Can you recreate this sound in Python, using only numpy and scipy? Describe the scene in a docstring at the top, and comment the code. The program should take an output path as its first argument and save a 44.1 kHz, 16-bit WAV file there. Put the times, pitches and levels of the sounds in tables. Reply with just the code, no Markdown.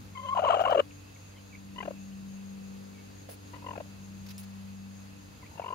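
"""A broody hen growls in a wooden nest box while a motor hums nearby, over air, low rumble and faint shrill bands.
A thin whine swells into a harsh swooping squawk; three short rattling growls follow, with silences between.
Each call strings brief syllables, about 45 a second: a nearly pure tone flips between a high and a low register,
with raspy overtones from throat resonances. Straw, made of shaped noise, rustles from the squawk on,
small birds peep faintly as gliding sines, and a stalk snaps with ringing modes before the last growl."""
import sys
import numpy as np
from scipy import signal
from scipy.fft import rfft, irfft, next_fast_len
from scipy.io import wavfile
from scipy.ndimage import uniform_filter1d, map_coordinates

SR = 44100
rng = np.random.default_rng(int(sys.argv[2]) if len(sys.argv) > 2 else 0)


def put_to_file(sound):
    """Save the sound as 16-bit audio at rate SR, in the file named by the first command-line argument."""
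    columns = np.atleast_2d(sound).T  # one column per channel
    safe = np.clip(columns, -1, 1)
    whole_steps = np.round(safe * 32767)
    wavfile.write(sys.argv[1], SR, whole_steps.astype(np.int16))


N = 253134   # length in samples
GROWLS_FROM_S = 1.2   # earlier syllables are whine and squawk, later ones growls


def from_db(db):
    """Decibels to gain."""
    return 10 ** (np.asarray(db) / 20)


def rms_one(x):
    """Scale to rms 1."""
    return x / np.sqrt(np.mean(x ** 2) + 1e-20)


def at_hz(points, hz):
    """Read a (frequency, value) table on a log-frequency axis."""
    table_hz, values = np.transpose(points)
    return np.interp(np.log(hz + 1), np.log(table_hz), values)


def at_time(points, t):
    """Read a (time, value) curve at the times t, in seconds."""
    return np.interp(t, *np.transpose(points))


def drift(knots_per_s):
    """Smooth random wander with rms 1: a curve through random knots."""
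    knots = rng.standard_normal(N // 8)
    return rms_one(map_coordinates(knots, [np.arange(N) * knots_per_s / SR], order=2, mode="wrap"))


def resonance(x, hz, width_hz):
    """A two-pole resonance with gain 1 on top."""
    r = np.exp(-np.pi * width_hz / SR)
    zeros = np.array([1, 0, -1]) * (1 - r * r) / 2
    poles = [1, -2 * r * np.cos(2 * np.pi * hz / SR), r * r]
    return signal.lfilter(zeros, poles, x + 1e-18)


def moving_resonance(x, hz, width_hz):
    """A resonance whose centre follows a curve: shift down to zero, low-pass, shift back."""
    r = np.exp(-np.pi * width_hz / SR)
    carrier = np.exp(2j * np.pi * np.cumsum(hz) / SR)
    return 2 * np.real(carrier * signal.lfilter([1 - r], [1, -r], x * carrier.conj()))


def butter(x, hz, kind, order=2):
    """A Butterworth filter."""
    return signal.sosfilt(signal.butter(order, hz, kind, fs=SR, output="sos"), x + 1e-18)


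def delayed(x, seconds):
    """The same sound, a little later."""
    return np.interp(np.arange(N) - seconds * SR, np.arange(N), x, left=0)


def diffuse_noise(spectrum):
    """Steady stereo noise from all around, rms 1; the two ears' likeness depends on frequency."""
    # left-right correlation: pitch_hz, likeness (-1 to 1, clipped)
    ear_likeness = [(60, 0.79), (140, 0.76), (300, 0.83), (650, -0.2), (1400, -0.29), (3000, 0.22),
                    (7000, 0.34), (9000, -1.103), (10500, -0.4), (12000, 0.95)]
    size = next_fast_len(N)
    hz = np.arange(size // 2 + 1) * SR / size
    mid, side = rfft(rng.standard_normal((2, size))) * from_db(at_hz(spectrum, hz))
    alike = np.clip(at_hz(ear_likeness, hz), -1, 1)
    spectra = np.sqrt(1 + alike) * mid + np.sqrt(1 - alike) * side * [[1], [-1]]
    return rms_one(irfft(spectra, size)[:, :N])


def note(start, length, pitches, edge_s, skew=1, base=0.53, arch=0.62):
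    """Samples, arched envelope and curved pitch glide of one note; a skew under 1 peaks early."""
    first = max(int((start - edge_s) * SR), 0)
    at = np.arange(first, min(int((start + length + edge_s) * SR), N))
    t = at / SR - start
    edge = np.clip((np.minimum(t, length - t) + edge_s) / (2 * edge_s), 0, 1)
    u = np.clip(t / length, 0, 1)
    # base is the body level at the edges, arch what it gains in the middle
    envelope = np.sin(np.pi / 2 * edge) ** 2 * (base + arch * np.sin(np.pi * u ** skew))
    glide = np.polyfit([.1, .5, .9], pitches, 2)   # parabola through early, middle and late pitch
    return at, envelope, np.polyval(glide, u)


def nest_box(x, t60, wall_hz):
    """Close walls return a short, dull spray of echoes, different at each ear."""
    t = np.arange(SR // 5) / SR
    echoes = rng.standard_normal((2, len(t))) * from_db(-60 * t / t60) * (t > .002)
    echoes /= np.sqrt(np.sum(echoes ** 2, axis=1, keepdims=True))
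    return butter(signal.fftconvolve(x[None], echoes, axes=1)[:, :N], wall_hz, "low")


def yard():
    """Outdoor air and a low rumble are shaped noise; wavering shrill bands are noise through resonances."""
    # spectrum shape of the air: pitch_hz, relative level_db per Hz
    air_shape = [(200, -35), (450, 4), (650, 1.5), (1000, 1.5), (1500, -1), (2000, -3.5), (2650, -5.5),
                 (3400, -6), (4800, -4), (5700, -12), (7500, -12.5), (10000, -9), (13000, -19),
                 (15500, -21.5)]
    # spectrum shape of the rumble: pitch_hz, relative level_db per Hz
    rumble_shape = [(20, -49), (45, -3), (70, 1), (115, -3), (160, 1), (230, -4.5), (330, -8), (480, -41)]
    # shrill bands: pitch_hz, width_hz, left level_db, right level_db (both before the waver)
    shrill_bands = [(2610, 260, -69.5, -66.5), (6553, 480, -62.5, -68)]
    out = from_db(-57.0 + .5 * drift(5.39)) * diffuse_noise(air_shape)
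    out += from_db(-55.5 + 2.4 * drift(5.41)) * diffuse_noise(rumble_shape)
    for hz, width, left_db, right_db in shrill_bands:
        band = resonance(resonance(rng.standard_normal((2, N)), hz, width), hz, width)
        out += rms_one(band) * from_db(2.0 * drift(17)) * from_db([[left_db], [right_db]])
    return out


def motor(shaft_hz=48.68, waver=0.002, left_db=1.5, lag_s=0.00076):
    """Lines on multiples of the shaft speed swell and fade slowly; the upper ones arrive from the left."""
    # 2nd order, equal in both ears: time_s, level_db
    second_order = [(0, -51), (1.3, -53), (2.25, -60.5), (3.5, -51), (4.95, -51.5), (5.74, -57)]
    # 4th order, before the left-right tilt: time_s, level_db
    fourth_order = [(0, -56), (.3, -52.5), (1.1, -67), (1.7, -48.5), (2.25, -43), (2.75, -44.5),
                    (3.35, -61), (4.15, -46), (4.849, -45), (5.519, -64), (5.74, -56)]
    # 6th order, before the left-right tilt: time_s, level_db
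    sixth_order = [(0, -63), (.3, -66), (.88, -53.5), (1.2, -66.5), (1.85, -56), (2.4, -71), (2.95, -63),
                   (3.741, -54), (4.25, -84), (5.2, -57), (5.74, -77)]
    # weak lines: order (multiple of the shaft speed), relative level_db
    weak_lines = [(5, -69), (8, -70.5), (9, -72), (10, -68.5), (11, -72.5)]
    t = np.arange(N) / SR
    turn = 2 * np.pi * np.cumsum(shaft_hz * (1 + waver * drift(5.44))) / SR

    def line(order, curve):
        return np.sqrt(2) * from_db(at_time(curve, t)) * np.sin(order * turn)

    weak = np.zeros(N)
    for order, db in weak_lines:
        wavering = np.sqrt(2) * from_db(db + 2.0 * drift(1.91))
        weak += wavering * np.sin(order * turn + rng.uniform(0, 2 * np.pi))
    swell = np.exp(-((t - 2.96) / 0.58) ** 2)   # the weak lines swell once, around 2.96 s
    upper = line(4, fourth_order) + line(6, sixth_order) + weak * from_db(-2.5 + 8 * swell)
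    return line(2, second_order) + np.array([upper, delayed(upper, lag_s)]) * from_db([[left_db], [-left_db]])


def birds():
    """Thin scooping sine peeps from outside the box, flickering in level, with a short echo."""
    # peeps: start_s, length_s, relative level_db, early pitch_hz, middle pitch_hz, late pitch_hz
    peeps = [(0.904, 0.011, -58, 3400, 2654, 2240), (1.158, 0.015, -63, 2500, 2180, 1800),
             (1.328, 0.062, -64, 2330, 2050, 2300), (1.356, 0.042, -65, 3230, 3050, 3030),
             (1.523, 0.043, -56.5, 2420, 2240, 2420), (2.108, 0.032, -69, 2800, 2860, 2930),
             (2.943, 0.078, -66.5, 2300, 2230, 2290), (5.414, 0.054, -63, 2280, 1996, 2240),
             (5.461, 0.0066, -52.5, 2200, 2310, 2380), (5.623, 0.016, -57, 2500, 2348, 2257)]
    out = np.zeros(N)
    waver = 1 + 0.028 * drift(400)
    for start, length, db, *pitches in peeps:
        at, envelope, hz = note(start, length, pitches, edge_s=0.0053)
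        phase = 2 * np.pi * np.cumsum(hz * waver[at]) / SR
        out[at] += np.sqrt(2) * from_db(db) * envelope * np.sin(phase)
    out *= from_db(3.5 * drift(150) + 0.5)
    return out + from_db(-7) * nest_box(out, t60=.1, wall_hz=5000)


def straw(grain_db=1.8):
    """Dry stalks crackle and scratch as grainy noise over a dull brush of the bedding."""
    # straw shifting under the hen: start_s, length_s, crackle level_db, scratch level_db, brush level_db
    rustles = [(0.609, 0.022, -62, -49, -80), (.702, 0.014, -67, -49, -78), (3.288, 0.016, -55, -62, -42.5),
               (3.295, 0.071, -48.5, -56, -52.5), (4.263, 0.017, -63, -51, -78),
               (4.286, 0.024, -64, -51, -87), (4.304, 0.021, -56, -46.5, -80),
               (4.378, 0.053, -48, -55, -84), (4.43, 0.026, -57, -56.5, -79)]
    # fine crackle spectrum: pitch_hz, relative level_db per Hz
    crackle_shape = [(6000, -16), (10300, 12), (12500, -8), (15000, 1.5)]
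    # stalk scratch spectrum: pitch_hz, relative level_db per Hz
    scratch_shape = [(1200, -5.5), (3500, -2.5), (5200, 0.5), (7500, -12), (12000, -12)]
    # dull bedding spectrum: pitch_hz, relative level_db per Hz
    brush_shape = [(250, -15), (520, 8), (900, -7), (2500, -16), (5000, -25), (9000, -57)]
    levels = np.zeros((3, N))
    for start, length, *db in rustles:
        at = int(start * SR) + np.arange(int(length * SR))
        early_arch = np.sin(np.pi * np.linspace(0, 1, len(at)) ** 0.49)
        levels[:, at] += from_db(db)[:, None] * early_arch
    crackle, scratch, brush = levels
    grains = rms_one(from_db(grain_db * drift(1200)))
    dry_stalks = crackle * diffuse_noise(crackle_shape) + scratch * diffuse_noise(scratch_shape)
    return grains * dry_stalks + brush * diffuse_noise(brush_shape)


def snap(snap_s=4.3811, peak_db=-31):
    """One dry stalk breaks with a crisp tick: an impulse rings its short modes."""
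    # what the stalk rings with: pitch_hz, width_hz, relative level_db
    stalk_modes = [(5350, 350, 6), (7400, 700, 1), (10500, 1500, -9), (13800, 2000, -9)]
    click = np.zeros(N)
    click[int(snap_s * SR)] = 1
    tick = sum(from_db(db) * resonance(click, hz, width) for hz, width, db in stalk_modes)
    return from_db(peak_db) * tick / np.abs(tick).max()


def effort(s):
    """The hen's effort through each call: level, pitch and overtones of the voice at one moment."""
    # whine and squawk: time_s, relative level_db, pitch_hz, overtones relative_db
    squawk_call = [(.16, -44, 1085, -8), (0.177, -39.5, 1035, -14.5), (0.196, -40, 1050, -14),
                   (0.215, -46.5, 1053, -13), (0.253, -37, 1075, -11), (.275, -38.5, 1040, -10),
                   (0.292, -30, 1040, -10), (.314, -33.5, 1075, -21), (0.335, -25.5, 1059, -17),
                   (0.361, -24, 1050, -14.5), (.376, -30, 1000, -14), (.41, -34, 900, -17),
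                   (0.439, -20, 900, -19.5), (.475, -24, 900, -13), (.488, -24.5, 900, -6.5),
                   (.5, -27, 900, -17), (.51, -24, 900, -4), (.52, -20, 900, -8.5), (.535, -27, 900, -10),
                   (.57, -22.5, 900, -16), (.605, -26, 900, -13), (.655, -26.5, 900, -14.5),
                   (.74, -30, 900, -14), (.778, -24, 900, -16.5), (.788, -20, 900, -12.5),
                   (.796, -18, 900, -9), (.802, -20, 900, -12)]
    # first short growl, same columns: time_s, relative level_db, pitch_hz, overtones relative_db
    first_growl = [(1.766, -46.5, 1000, -9), (1.786, -39, 1034, 0.5), (1.808, -36, 1025, -2),
                   (1.833, -40, 850, 0), (1.858, -40.5, 850, -4.5), (1.883, -36, 620, -17),
                   (1.91, -52, 576.5, -17), (1.937, -54, 400, -14)]
    # second short growl, same columns: time_s, relative level_db, pitch_hz, overtones relative_db
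    second_growl = [(3.54, -41.5, 970, -6), (3.565, -50.5, 990, -6), (3.59, -56, 951, -23),
                    (3.628, -48, 987, -25), (3.647, -44, 1008, -20), (3.67, -37, 1025, -14.5),
                    (3.713, -35.5, 1014, -11), (3.736, -40, 967.6, -16), (3.759, -42, 798, -8),
                    (3.78, -37, 699, -18), (3.807, -37, 654.7, -15.5)]
    # third short growl, same columns: time_s, relative level_db, pitch_hz, overtones relative_db
    third_growl = [(5.434, -48.5, 1027, -14), (5.541, -56, 891.5, -20), (5.581, -42.5, 862, -8.5),
                   (5.619, -38.5, 947, -13), (5.645, -37.5, 961, -15), (5.667, -34.5, 1044, -10.5),
                   (5.688, -34, 1050, -10), (5.71, -32, 1044, -20), (5.732, -31, 1049, -17)]
    times, *columns = np.transpose(squawk_call + first_growl + second_growl + third_growl)
    return [np.interp(s, times, column) for column in columns]


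def rattles(scatter=0.014, lone_beat_s=0.024, low_sag=0.184):
    """Runs of arched syllables that slow down as the breath runs out."""
    # runs: middle of first syllable_s, middle of last_s, count, slowing (share),
    # sounding share of each beat, pitch sag at the edges (share)
    runs = [(.16, .333, 10, .02, 0.95, 0.019), (1.7663, 1.9385, 8, 0.16, 0.56, 0.046),
            (3.5428, 3.587, 3, 0.007, 0.81, 0.039), (3.628, 3.7595, 7, .08, 0.58, 0.094),
            (5.433, 5.434, 1, 0, .45, 0.03984), (5.519, 5.7315, 11, .03, 0.62, 0.094)]
    for first, last, count, slowing, share, sag in runs:
        u = np.linspace(0, 1, count)
        beat_s = (last - first) / (count - 1) if count > 1 else lone_beat_s
        length = share * beat_s
        for s in first + (last - first) * (u - slowing * u * (1 - u)):
            db, hz, _ = effort(s)
            hz *= 1 + scatter * rng.standard_normal()
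            edge = 1 - (sag if hz > 800 else low_sag)   # the low register arches by its own amount
            yield s - length / 2, length, db, [edge * hz, hz, edge * hz]


def swoops(scatter=0.0081):
    """Each beat of the squawk is a low rising bark that breaks, without a gap, into a higher, sinking cry."""
    # beats: start_s, bark length_s, cry length_s, bark relative level_db, cry relative level_db,
    # bark pitch_hz, cry pitch_hz (both before the scatter)
    squawk_beats = [(0.349, 0.0085, 0.015, -35, -26, 716.4, 1029),
                    (0.371, 0.0095, 0.0099, -25, -23, 787, 1027),
                    (.390, 0.011, 0.012, -22, -35.5, 635, 717),
                    (0.418, 0.0047, 0.013, -29, -25.5, 682, 772.5),
                    (.436, 0.0095, 0.0084, -24, -23.5, 612.4, 1037),
                    (0.454, 0.012, 0.031, -24.5, -23.5, 641.4, 1091),
                    (0.496, .017, 0.0078, -19.5, -32, 697.7, 946),
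                    (0.519, 0.01034, 0.0094, -26, -24, 716, 1146),
                    (0.539, 0.01484, .014, -21, -26.5, 679.1, 799.9),
                    (0.568, 0.0089, 0.01206, -23, -30, 602.6, 758.6),
                    (0.591, 0.0087, 0.00904, -24.5, -24.5, 660, 790),
                    (0.608, 0.0148, 0.0097, -21, -39, 677.6, 720.8),
                    (0.637, 0.0041, 0.0084, -27, -32, 700, 803),
                    (0.65, 0.011, 0.0085, -22.5, -25, 760.7, 1109),
                    (0.67, .011, 0.0087, -26.5, -26, 570.3, 1108),
                    (0.692, 0.0139, .013, -25.5, -25, 659.6, 782.6),
                    (0.719, .011, .010, -20.5, -25.5, 611, 1004)]
    # early, middle and late pitch as shares of the listed one
    bark_glide, cry_glide = np.array([.94, 0.94, 1.17]), np.array([1.02, 0.98, .89])
    for s, bark_s, cry_s, bark_db, cry_db, bark_hz, cry_hz in squawk_beats:
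        yield s, bark_s, bark_db, bark_hz * bark_glide * (1 + scatter * rng.standard_normal(3))
        yield s + bark_s, cry_s, cry_db, cry_hz * cry_glide * (1 + scatter * rng.standard_normal(3))


def barks(edge_share=0.8):
    """Single arched low barks, mostly where a call ends, that tilt up or down in pitch."""
    # barks: start_s, length_s, relative level_db, middle pitch_hz, rise (share of the pitch)
    single_barks = [(0.746, 0.016, -20.5, 683.3, -0.11), (0.769, 0.016, -21.5, 593, 0.094),
                    (0.7887, 0.018, -19, 574, 0.087), (1.876, 0.013, -32.5, 640, 0.03),
                    (1.907, 0.0079, -36.5, 568.4, -0.18), (1.936, 0.0095, -51, 389, -0.16),
                    (3.754, 0.015, -39.5, 785.4, -0.48), (3.776, 0.0097, -37, 659, 0.73),
                    (3.801, 0.014, -37.5, 660, -0.27), (3.855, 0.00788, -55, 600.5, .1),
                    (5.574, 0.017, -45, 897.7, -0.34), (5.596, 0.0045, -30.5, 669.5, 0.28),
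                    (5.639, 0.0034, -37, 583.8, 0.4)]
    for s, length, db, hz, rise in single_barks:
        yield s, length, db, hz * np.array([edge_share - rise / 2, 1, edge_share + rise / 2])


def syllables(shortest_s=.003):
    """All syllables as (start_s, length_s, level_db, three pitches); the even pulsing gives way to the barks."""
    strong = list(barks())
    yield from strong
    yield from swoops()
    for start, length, db, pitches in rattles():
        end = start + length
        for s, held, *_ in strong:
            if s < end and start < s + held:
                # keep the longer piece, before or after the bark
                start, end = (start, s) if s - start > end - s - held else (s + held, end)
        if end - start > shortest_s:
            yield start, end - start, db, pitches


def throat(source, resonances, stretch):
    """Parallel resonances of throat and beak that shift together, scaled to an even overall level."""
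    out = np.zeros(len(source))
    for k, (hz, width, db) in enumerate(resonances):
        out += (-1) ** k * from_db(db) * moving_resonance(source, hz * stretch, width)
    out = butter(out, 820, "high", order=4)
    return out / np.std(butter(out, [1800, 3600], "band"))


def syllable_curves(edge_s=0.0015, slur_s=0.002987, flap_lead_s=0.00026):
    """Syllables joined into curves of tone level, overtone level and pitch, plus impulses for the growl flaps."""
    bark_purity = 0.49       # dB of overtones lost for each dB that a syllable stands above the call
    overtone_growth = 0.85   # overtones follow the envelope raised to this power
    level, bright, pitch, weight, openings = np.zeros((5, N))
    for start, length, db, pitches in syllables():
        growling = start > GROWLS_FROM_S
        # squawk notes swell to a late peak; growl pulses strike early, fade and taper more
        shape = dict(skew=0.84, base=.22, arch=1) if growling else dict(skew=1.17)
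        at, envelope, hz = note(start, length, pitches, edge_s, **shape)
        excess_db = max(db - effort(start + length / 2)[0], 0)
        overtones = effort(at / SR)[2] - bark_purity * excess_db
        level[at] += envelope * from_db(db)
        bright[at] += envelope ** overtone_growth * from_db(db + overtones)
        pitch[at] += envelope * hz
        weight[at] += envelope
        # the flap comes just before the tone
        openings[int((start - flap_lead_s) * SR)] = from_db(min(db, -32)) * growling
    # the pitch slides from one syllable into the next and rests at 800 Hz in silence
    pitch, weight = uniform_filter1d(np.array([pitch, weight]), int(slur_s * SR))
    pitch = (pitch + 1e-6 * 800) / (weight + 1e-6)
    return level, bright, pitch, openings


def hen(jitter=0.0213, flutter=0.23, rasp=1.0, chest_db=-27, flap_db=-5, overtone_db=-2):
    """The syrinx sounds a tone; each closure adds a sharp pulse and a puff of hiss that ring in the throat."""
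    # beak wide open, in the whine and squawk: pitch_hz, width_hz, relative level_db
    open_throat = [(1160, 165, 15.5), (1680, 230, 1), (2210, 110, -17), (2957, 148, 10.5),
                   (3500, 230, -6.5), (3970, 540, -10), (7440, 290, -3.5)]
    # beak nearly shut, in the short growls: pitch_hz, width_hz, relative level_db
    shut_throat = [(1320, 370, 12.5), (1740, 155, 13), (2070, 300, 7.5), (2766, 130, 21), (3100, 160, 0)]
    # roughness of the high register, clean in the whine, hoarser in the growls: time_s, roughness (0-1)
    hoarseness = [(.15, 0.2), (.35, 0.2), (.45, 0.75), (1.8, 0.26), (3.54, 0.68), (3.7, 0.41), (5.6, 0.82)]
    # second tone nearly an octave below the high register: time_s, relative level_db
    undertone = [(.16, -27), (.21, -14), (.24, -9), (.275, -9), (.3, -28), (.46, -37), (.487, -5),
                 (.52, -8), (1.8, -21), (3.54, -10), (3.66, -11), (5.7, -18)]
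    # a sinking growl's tone breaks up into gravelly noise: time_s, noisy share (0-1)
    gravel_share = [(.85, 0.05), (1.81, 0.2), (1.835, 0.83), (1.858, 0.96), (1.88, 0.33), (3.54, 0.43),
                    (3.69, 0.11), (3.715, 0.32), (3.737, 0.49), (3.76, 0.64), (3.805, 0.41), (5.6, 0.34),
                    (5.622, .2), (5.645, 0.3), (5.67, 0.15), (5.73, 0.13)]
    # clean octave among the overtones: time_s, relative level_db
    octave_level = [(.16, 5), (.2, 3), (.29, -15), (.35, -16), (.45, -22), (.8, 0), (1.79, -0.5), (1.81, 0),
                    (1.84, -24), (3.54, 2), (3.67, 2), (3.72, -6), (5.6, -12), (5.73, -11)]
    level, bright, pitch, openings = syllable_curves()
    t = np.arange(N) / SR
    high = np.interp(pitch, [750, 1000], [0, 1])   # 0 in the low register, 1 in the high
    # the low register is the rougher one
    rough = 1 - high * (1 - np.clip(at_time(hoarseness, t), 0, 1))
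    wander = jitter * rough * drift(600) + 0.01318 * drift(70)
    phase = 2 * np.pi * np.cumsum(pitch * (1 + wander)) / SR

    doubling = high * from_db(at_time(undertone, t))
    tone = np.sin(phase) * (1 + flutter * rough * drift(500)) + doubling * np.sin(.535 * phase)
    # overtones start from harmonics 2-7, with every other pulse stressed where the tone doubles
    closure = sum(np.cos(k * phase) for k in range(2, 8)) * (1 + 2 * doubling * np.cos(phase / 2))
    hiss = rng.standard_normal(N) * (1 + np.cos(phase)) ** 2
    source = rms_one(butter(closure, 5300, "low")) + rasp * rough * rms_one(butter(hiss, 5150, "low"))

    # the resonances rise slightly with the pitch, and sway
    stretch = (pitch / 850) ** 0.038 * (1 + 0.027 * drift(90))
    voiced = np.zeros(N)
    for resonances, when in ((open_throat, t < GROWLS_FROM_S), (shut_throat, t >= GROWLS_FROM_S)):
        at = when & (level > 0)
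        voiced[at] = throat(source[at], resonances, stretch[at])
    bright *= from_db(2.5 * drift(130))   # the overtones flicker
    octave = from_db(at_time(octave_level, t)) * np.sin(2 * phase)

    chest = rough * from_db(chest_db) * rms_one(butter(rng.standard_normal(N), [380, 620], "band"))
    noisy = np.clip(at_time(gravel_share, t), 0, 1)
    gravel = rms_one(butter(rng.standard_normal(N), (256, 1050), "band")) / np.sqrt(2)
    # each pulse of a growl opens with one slow, low flap
    flap = resonance(resonance(openings, 390, 470), 390, 470)
    flap *= from_db(flap_db) * openings.max() / np.abs(flap).max()
    body = level * (np.sqrt(1 - noisy ** 2) * tone + noisy * gravel + chest) + flap
    return body, from_db(overtone_db) * bright * (voiced + octave)


def scene(wall_s=0.00174):
    """The hen sits close and to the left: the right ear hears her later, softer and with more side-wall echo."""
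    # the nest box's air and panel modes: pitch_hz, width_hz, relative level_db
    box_modes = [(410, 40, -30), (570, 36, -14.5), (698, 90, -4.5), (1045, 55, -9), (1200, 70, -8.5),
                 (1380, 90, -1)]
    tone, overtones = hen()
    left = tone + overtones
    right = from_db(-5.5) * delayed(tone, 0.00029) + from_db(-9.5) * delayed(overtones, 0.000463)
    direct = np.array([left + 0.039 * delayed(left, wall_s), right + .5 * delayed(right, wall_s)])
    ringing = sum(from_db(db) * resonance(left, hz, width) for hz, width, db in box_modes)
    echoes = from_db(-17) * nest_box(left, t60=.08, wall_hz=3500)
    # the box rings at the same moment in both ears, 2 dB stronger at the left
    voice = np.sqrt(2) * direct + ringing * from_db([[1], [-1]]) + echoes
    return voice + motor() + birds() + straw() + snap() + yard()


def record(dry):
    """The top is cut steeply above 15.7 kHz by an elliptic low-pass run forwards and backwards."""
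    return signal.sosfiltfilt(signal.ellip(10, .05, 70, 15700, fs=SR, output="sos"), dry)


dry = scene()
out = record(dry)
put_to_file(out)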